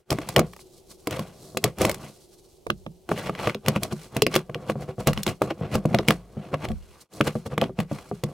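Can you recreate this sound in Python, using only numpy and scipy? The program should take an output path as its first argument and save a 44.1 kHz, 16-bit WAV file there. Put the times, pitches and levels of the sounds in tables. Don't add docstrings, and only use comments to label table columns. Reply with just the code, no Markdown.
import sys
import numpy as np
from scipy import signal
from scipy.fft import rfft, irfft, next_fast_len
from scipy.io import wavfile
from scipy.ndimage import uniform_filter1d

SR = 44100
rng = np.random.default_rng(int(sys.argv[2]) if len(sys.argv) > 2 else 0)


def to_wav(s):
    ch = np.atleast_2d(s).T
    pcm = np.round(np.clip(ch, -1, 1) * 32767)
    wavfile.write(sys.argv[1], SR, pcm.astype(np.int16))


N = 367563
EAR_SIGN = np.array([[1], [-1]])
FAVOUR_DB = 4.5


def gain_of(db):
    return 10 ** (np.asarray(db) / 20)


def evened(x):
    return x / np.sqrt(np.mean(x ** 2) + 1e-20)


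def smoothed(x, size):
    return uniform_filter1d(uniform_filter1d(x, size=size), size=size)


def read(points, hz):
    point_hz, value = np.transpose(points)
    return np.interp(np.log(hz + 1), np.log(point_hz + 1), value)


def coloured(x, points):
    size = next_fast_len(x.shape[-1])
    level_db = read(points, np.fft.rfftfreq(size, 1 / SR))
    return irfft(rfft(x, size) * gain_of(level_db), size)[..., :x.shape[-1]]


# from_s, to_s
FLOOR_SPAN_S = (2.6, 2.95)
FLOOR_LEFT_DB, FLOOR_RIGHT_LAG_SAMPLES = -4, 9


def add(mix, start_s, sound):
    aside = FLOOR_SPAN_S[0] < start_s < FLOOR_SPAN_S[1]
    for ear, lag, db in ((0, 0, FLOOR_LEFT_DB * aside), (1, FLOOR_RIGHT_LAG_SAMPLES * aside, 0.0062)):
        part = mix[ear, round(start_s * SR) + lag:][:sound.shape[1]]
        part += gain_of(db) * sound[ear, :len(part)]


def ring(modes, size, spread_db, detune, rise_s, apart_rad, favour_hz=None):
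    hz, db, t60_s = np.transpose(modes)[:, :, None]
    if favour_hz:
        db = db - FAVOUR_DB * np.log2(hz / favour_hz) ** 2
    t = np.arange(size) / SR
    level_luck, pitch_luck, phase_luck, ear_luck = rng.standard_normal((4, len(modes), 1))
    phase = 2 * np.pi * hz * (1 + detune * pitch_luck) * t + .5 * phase_luck
    phase = phase + apart_rad * ear_luck * EAR_SIGN[:, :, None]
    decay = gain_of(db + spread_db * level_luck - 60 * t / t60_s)
    sound = (decay * np.sin(phase)).sum(1) * (1 - np.exp(-t / rise_s))
    return sound / abs(sound).max()


# pitch_hz, level_db, t60_s
TOOL_MODES = [(620, -2, .014), (850, -2, .012), (1150, -1, .010), (1500, -3, .007), (2080, -1, .007),
              (2450, -1, .006), (2750, -1, .006), (3250, -1, .005), (4000, -2, .004), (5100, 0, .004)]
# start_s, ring_peak_db, bright_edge_db, favoured_pitch_hz
SNAPS = [(0.105, -15, -28.5, 5000), (0.1264, -19, -34, 1670), (0.186, -19, -44.5, 1610),
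         (0.2884, -23, -30.5, 1620), (0.3626, -1, -23, 2400), (0.3815, -16.5, -35, 1680),
         (0.393, -12, -23.5, 2000), (0.534, -35, -51, 2280), (0.564, -38, -51, 1310),
         (0.592, -41, -62, 1500), (1.0717, -19.5, -31, 2580), (1.1088, -29, -36, 2310),
         (1.1932, -24.5, -37.5, 1680), (1.5718, -13, -26, 2020), (1.6406, -7, -17.5, 3950),
         (1.7847, -28.5, -38, 2030), (1.8161, -15, -24.5, 2050), (1.8508, -7.5, -24, 2350),
         (1.8949, -14.5, -27, 1460), (1.9136, -24, -30, 2110), (1.944, -27.5, -34.5, 1500),
         (2.667, -18.5, -43, 900), (2.7021, -2.5, -33, 1530), (2.864, -24.5, -56, 1500),
         (3.0906, -19, -42, 1200), (3.1163, -8, -42, 800), (3.2953, -14, -47, 810),
         (3.351, -22.5, -50, 2040), (3.473, -7, -39, 1350), (3.496, -11.5, -42, 2070),
         (3.5465, -19, -41, 2600), (3.662, -18, -39, 2720), (3.683, -4, -18.5, 1460),
         (3.7612, -13.5, -39, 1380), (3.8326, -17.5, -21.5, 2630), (4.1662, -10, -27, 2380),
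         (4.2203, -1, -16, 2820), (4.266, -4.5, -28, 2540), (4.341, -12, -31, 2600),
         (4.3537, -7, -23.5, 2420), (4.362, -3, -21, 2520), (4.497, -26.5, -55, 910),
         (4.5459, -14.5, -45, 2400), (4.698, -8.5, -37.5, 815), (5.072, -4, -18, 1560),
         (5.132, -16, -33, 2370), (5.1756, -12.5, -42, 2500), (5.232, -54, -23.5, 5360),
         (5.2653, -10, -26, 2720), (5.278, -12.5, -36, 3000), (5.419, -5, -32, 726),
         (5.7537, -8.5, -26.5, 1110), (5.8551, -18.5, -37, 1410), (5.9466, -2, -29.5, 2070),
         (5.9872, -7, -40, 2960), (6.0788, -17, -29, 5200), (6.0848, 2, -18.5, 2710),
         (6.1065, 2.5, -24, 1450), (6.542, -13, -43.5, 920), (6.652, -17.5, -45, 1990),
         (6.6864, -25.5, -41.5, 3600), (6.7168, -28, -49, 3520), (7.21, 3, -28.5, 1320),
         (7.5789, -4, -32, 1350), (7.6141, -4, -31, 1800), (7.64, -13, -43, 2150), (7.7896, -16, -42, 2110),
         (7.8022, -14, -32, 1470), (8.2369, -15.5, -28, 2220)]


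def snaps():
    out, t = np.zeros((2, N)), np.arange(1000) / SR
    high = signal.butter(2, 3600, "high", fs=SR)
    dull = signal.butter(1, 9000, fs=SR)
    crack_shape = gain_of(-60 * t / 0.014) * (1 - np.exp(-t / 0.0012))
    for start_s, peak_db, edge_db, favour_hz in SNAPS:
        bright = signal.lfilter(*high, rng.standard_normal((2, len(t))))
        shared, differing = signal.lfilter(*dull, bright) * crack_shape
        edge = (shared + .3 * differing * EAR_SIGN) / np.std(shared[:200])
        tick = ring(TOOL_MODES, size=len(t), spread_db=1.5, detune=.05,
                    rise_s=.0003 * gain_of(-.5 * peak_db), apart_rad=.14, favour_hz=favour_hz)
        add(out, start_s, gain_of(peak_db) * tick + gain_of(edge_db) * edge)
    return out


# pitch_hz, level_db, t60_s
LINER_MODES = [(271.3, -6, 0.11), (315.5, -1.5, 0.082), (379.6, -1.5, 0.11), (446.4, -5, 0.089),
               (505.5, 7.5, 0.038), (623.4, -2.5, 0.065), (692, 0.5, 0.037), (978, -7, 0.026),
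               (1090, -9, 0.041)]
# pitch_hz, level_db, t60_s
BOOM_MODES = [(53, -16, 0.84), (126.6, 3, 0.12), (151.8, 6.5, 0.16), (180, -4.5, 0.29), (210.8, 8, 0.11)]
# start_s, peak_db, boom_against_knock_db
KNOCKS = [(0.103, -22, -21), (0.128, -23, 1.5), (0.186, -18, -22), (0.367, -8.5, -13), (0.391, -7, -8),
          (1.072, -15, -20), (1.192, -21, -3.5), (1.548, -27, -7), (1.57, -14, -15), (1.644, -8.5, -12),
          (1.814, -13, -36), (1.848, -7.5, -21), (1.895, -14, -31), (2.666, -20, -21), (2.7, -14.5, -7.5),
          (2.864, -26, -3.5), (3.093, -18, -21), (3.114, -13.5, -5), (3.295, -14.5, -5),
          (3.473, -7.5, -12.5), (3.551, -17.5, -10.5), (3.682, -11.5, -11), (3.761, -14, 1.5),
          (3.923, -19.5, 1.5), (4.165, -11, -6), (4.221, -6.5, -10), (4.266, -7, -17), (4.361, -3, -15.5),
          (4.495, -22, -3), (4.555, -17.5, -6), (4.695, -15, -13), (4.756, -18.5, -1.5), (4.982, -20, -1),
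          (5.071, -12.5, 3), (5.174, -20, 1), (5.268, -11, -33), (5.417, -3.5, -24), (5.509, -12.5, -44),
          (5.611, -17.5, 3), (5.751, -22.5, 13), (5.853, -6, -0.5), (5.909, -22, 8), (5.944, -1, -5.5),
          (5.992, -8, -10), (6.084, -4.5, -1), (6.369, -25.5, 7), (6.536, -11.5, -16), (6.703, -24, 10),
          (7.206, -2, -7), (7.354, -10, -2), (7.578, -10, -3), (7.62, -1.5, -9), (7.695, -17.5, -11),
          (7.788, -12, 3.5), (7.914, -10.5, -3.5), (8.114, -10, -8), (8.236, -9.5, -3)]


def knocks():
    out = np.zeros((2, N))
    for start_s, peak_db, boom_db in KNOCKS:
        knock = ring(LINER_MODES, size=6000, spread_db=4, detune=0.07, rise_s=0.00043, apart_rad=0.094)
        add(out, start_s, gain_of(peak_db) * knock)
        boom = ring(BOOM_MODES, size=12000, spread_db=2.0, detune=0.042, rise_s=0.0035, apart_rad=.11)
        add(out, start_s, gain_of(peak_db + boom_db) * boom)
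    return out


# firmest_s, build_up_s, die_away_s, grit_db, blade_drag_db, liner_shudder_db
STROKES = [(0.119, 0.013, 0.031, -40, -35.5, -18), (.24, 0.19, 0.073, -58, -43, -38.5),
           (.294, 0.015, 0.045, -44, -38.5, -32.5), (0.38, 0.026, 0.065, -58.5, -35.5, -14.5),
           (1.13, 0.051, 0.16, -46, -35, -26), (1.45, 0.2, 0.3, -52, -66, -44),
           (1.658, 0.034, 0.054, -45, -37.5, -23), (1.812, 0.028, 0.12, -35.5, -28, -14),
           (1.905, 0.039, 0.05, -47, -31.5, -29.5), (2.055, 0.15, 0.09, -52, -46, -36),
           (3.12, .03, 0.062, -45, -36, -26), (3.189, 0.045, 0.048, -41, -29, -27.5),
           (3.271, 0.081, 0.045, -43.5, -32, -27.5), (3.39, 0.022, 0.11, -48, -33, -51),
           (3.475, 0.14, 0.064, -42.5, -28, -24.5), (3.686, 0.033, 0.046, -41, -30, -15.5),
           (3.769, 0.051, 0.016, -47, -29.5, -25.5), (3.84, 0.039, 0.059, -42.5, -38, -23.5),
           (3.926, 0.023, 0.019, -40, -31.5, -24.5), (4.049, 0.26, 0.076, -49.5, -46, -44.5),
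           (4.166, 0.054, 0.071, -49, -39, -27), (4.353, 0.048, 0.048, -35, -24, -21),
           (4.62, 0.17, 0.13, -63, -49, -31), (4.703, 0.032, 0.025, -42.5, -30, -18),
           (4.832, 0.08, 0.028, -48.5, -41.5, -23.5), (4.896, 0.033, 0.043, -53, -44, -25),
           (5.002, 0.02, 0.054, -44, -35, -23.5), (5.079, 0.012, 0.026, -28, -15.5, -5),
           (5.183, 0.11, 0.1, -49, -40, -48), (5.283, 0.022, 0.048, -33.5, -26.5, -15),
           (5.428, 0.02, 0.099, -43, -36, -20), (5.507, 0.027, 0.017, -59, -27.5, -25),
           (5.66, 0.087, 0.037, -75, -38, -21.5), (5.748, 0.044, 0.04, -37, -28.5, -12),
           (5.936, 0.17, 0.25, -53.5, -40, -25.5), (6.091, 0.019, 0.068, -36, -26.5, -15.5),
           (6.444, 0.22, 0.28, -62, -49, -33), (6.544, 0.024, 0.015, -56, -29, -14.5),
           (6.648, 0.058, 0.019, -44, -28.5, -19), (6.713, 0.13, 0.018, -59.5, -53, -23.5),
           (7.015, 0.02, 0.022, -41.5, -74, -70), (7.16, 0.1, 0.17, -45.5, -70.5, -35),
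           (7.275, 0.032, 0.03, -31, -20.5, -12), (7.365, 1, 0.14, -50.5, -46.5, -45.5),
           (7.465, 0.011, 0.017, -35, -34, -17.5), (7.524, 0.023, 0.03, -49, -32.5, -19),
           (7.629, 0.049, 0.057, -47, -31.5, -20), (7.803, 0.029, 0.038, -46, -32, -18),
           (7.924, 0.049, 0.4, -47.5, -41.5, -35), (8.256, 0.026, 0.34, -67, -53, -29.5)]
STROKE_DROP_DB = 20
# time_s, grit_db
TOUCH = [(0, -75), (.25, -60.5), (.95, -64), (1.75, -80.5), (2.1, -58.5), (3.08, -75), (3.6, -75),
         (6.3, -66), (7.75, -76.5), (8.33, -60)]
TOUCH_DRAG_DB, TOUCH_SHUDDER_DB = -11, -3
TOUCH_WAVER_DB = 4.5


def pressure():
    t = np.arange(0, N / SR + .002, .002)
    waver = evened(smoothed(rng.standard_normal(len(t)), 12))
    touch_db = np.interp(t, *np.transpose(TOUCH)) + TOUCH_WAVER_DB * waver
    power = gain_of(touch_db + np.array([[0], [TOUCH_DRAG_DB], [TOUCH_SHUDDER_DB]])) ** 2
    for firmest_s, rise_s, fall_s, *levels_db in STROKES:
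        away = np.maximum((firmest_s - t) / max(rise_s, .005), (t - firmest_s) / max(fall_s, .005))
        power = power + gain_of(np.array(levels_db)[:, None] - STROKE_DROP_DB * away) ** 2
    return [np.interp(np.arange(N) / SR, t, 10 * np.log10(p)) for p in power]


def slips(per_s, spread_db, apart):
    size = gain_of(spread_db * np.minimum(rng.exponential(1, (2, N)), 4))
    clicks = size * (rng.random((2, N)) < per_s / SR) * rng.standard_normal((2, N))
    shared, differing = clicks
    return evened(shared + apart * differing * EAR_SIGN)


def through(modes, x):
    t = np.arange(6000) / SR
    body = sum(gain_of(db - 60 * t / t60_s) * np.sin(2 * np.pi * hz * t) for hz, db, t60_s in modes)
    return signal.oaconvolve(x, body[None] / np.linalg.norm(body), axes=1)[:, :N]


DRAG_HZ = 1150


def dragged(x):
    drift = uniform_filter1d(rng.standard_normal((len(TOOL_MODES), N)), size=1500)
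    moves = np.tanh(evened(drift))
    sound = 0
    for mode, move in zip(TOOL_MODES, moves):
        hz, db, t60_s = mode
        weight_db = db - FAVOUR_DB * np.log2(hz / DRAG_HZ) ** 2 + 5 * move
        sound = sound + gain_of(weight_db) * through([mode], x)
    return evened(sound)


# frequency_hz, level_db
GRIT_COLOUR = [(1800, -28), (3000, -10), (4000, -1), (5500, -1), (7500, -3), (10000, -3), (11500, -8),
               (15000, -12), (17000, -20)]


def rubbing():
    grit_db, drag_db, shudder_db = pressure()
    shared, *own = evened(smoothed(rng.standard_normal((4, N)), 230))
    firm = np.clip((drag_db + 70) / 25, .2, 1)
    grit_catch_db, drag_catch_db, shudder_catch_db = firm * (1.6 * shared + 2.2 * np.array(own))
    grit = evened(coloured(slips(9000, 1.5, apart=.35), GRIT_COLOUR))
    hiss = gain_of(grit_db + grit_catch_db) * grit
    blade = gain_of(drag_db + drag_catch_db) * dragged(slips(6000, 2.2, apart=.15))
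    push = gain_of(shudder_db + shudder_catch_db) * slips(2500, 1.8, apart=.1)
    shudder = through(LINER_MODES, push) + through(BOOM_MODES, push)
    return hiss + blade + gain_of(-5.5) * shudder


# start_s, length_s, level_db
RUMBLES = [(2.669, 0.26, -28), (5.087, 0.13, -14), (6.675, 0.16, -11)]
RUMBLE_CUTOFF_HZ = 62


def rumbles():
    shared, differing = rng.standard_normal((2, N))
    lowpass = signal.butter(4, RUMBLE_CUTOFF_HZ, fs=SR, output="sos")
    low = evened(signal.sosfilt(lowpass, shared + 0.94 * differing * EAR_SIGN))
    t = np.arange(N) / SR
    level = 0
    for start_s, length_s, db in RUMBLES:
        swell = np.clip((t - start_s) / 0.025, 0, 1)
        level = level + swell * gain_of(db - 20 * abs(t - start_s) / length_s)
    return low * level


# (per Hz, relative)
AIR_COLOUR = [(25, 14), (60, 0), (100, -9), (290, -14), (370, 2), (450, -10), (800, -18), (1100, -32),
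              (1700, -40), (3000, -30), (10000, -33), (16500, -38)]
AIR_DB = -46.5


def air():
    shared, differing = rng.standard_normal((2, N))
    return gain_of(AIR_DB) * evened(coloured(shared + .5 * differing * EAR_SIGN, AIR_COLOUR))


# frequency_hz, t60_s
ROOM_DECAY = [(150, 0.096), (1000, 0.073), (4000, 0.068), (12000, 0.042)]
# frequency_hz, level_db
ECHO_COLOUR = [(150, -30), (1000, -13), (4000, -3), (12000, -9)]


def garage(x):
    taps = rng.choice([-1., 1.], (2, SR // 2)) * (rng.random((2, SR // 2)) < .1)
    hz, t, bands = signal.stft(taps, SR, nperseg=128)
    t60_s = np.maximum(read(ROOM_DECAY, hz), .01)[:, None]
    level_db = read(ECHO_COLOUR, hz)[:, None] - 60 * t / t60_s
    tail = signal.istft(bands * gain_of(level_db), SR, nperseg=128)[1]
    return signal.fftconvolve(x[None], tail / np.sqrt(0.00095 * SR), axes=1)[:, :N]


# time_s, level_db
LEVEL_CURVE = [(0, -4), (.05, -25), (.098, 0.5), (7.027, -6), (7.085, -38), (7.128, -6.5)]


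def scene():
    work = snaps() + knocks() + rubbing()
    mix = work * gain_of([[-.2], [.2]]) + garage(work.mean(0)) + air() + rumbles()
    return mix * gain_of(np.interp(np.arange(N) / SR, *np.transpose(LEVEL_CURVE)))


BAND_EDGE_HZ = 16300


def record(dry):
    thinned = signal.lfilter(*signal.butter(2, 80, "high", fs=SR), dry)
    clipped = np.tanh(thinned / 1.41) * 1.582
    lowpass = signal.firwin(511, BAND_EDGE_HZ, window=("kaiser", 9), fs=SR)
    return signal.oaconvolve(clipped, lowpass[None], "same")


dry = scene()
out = record(dry)
to_wav(out)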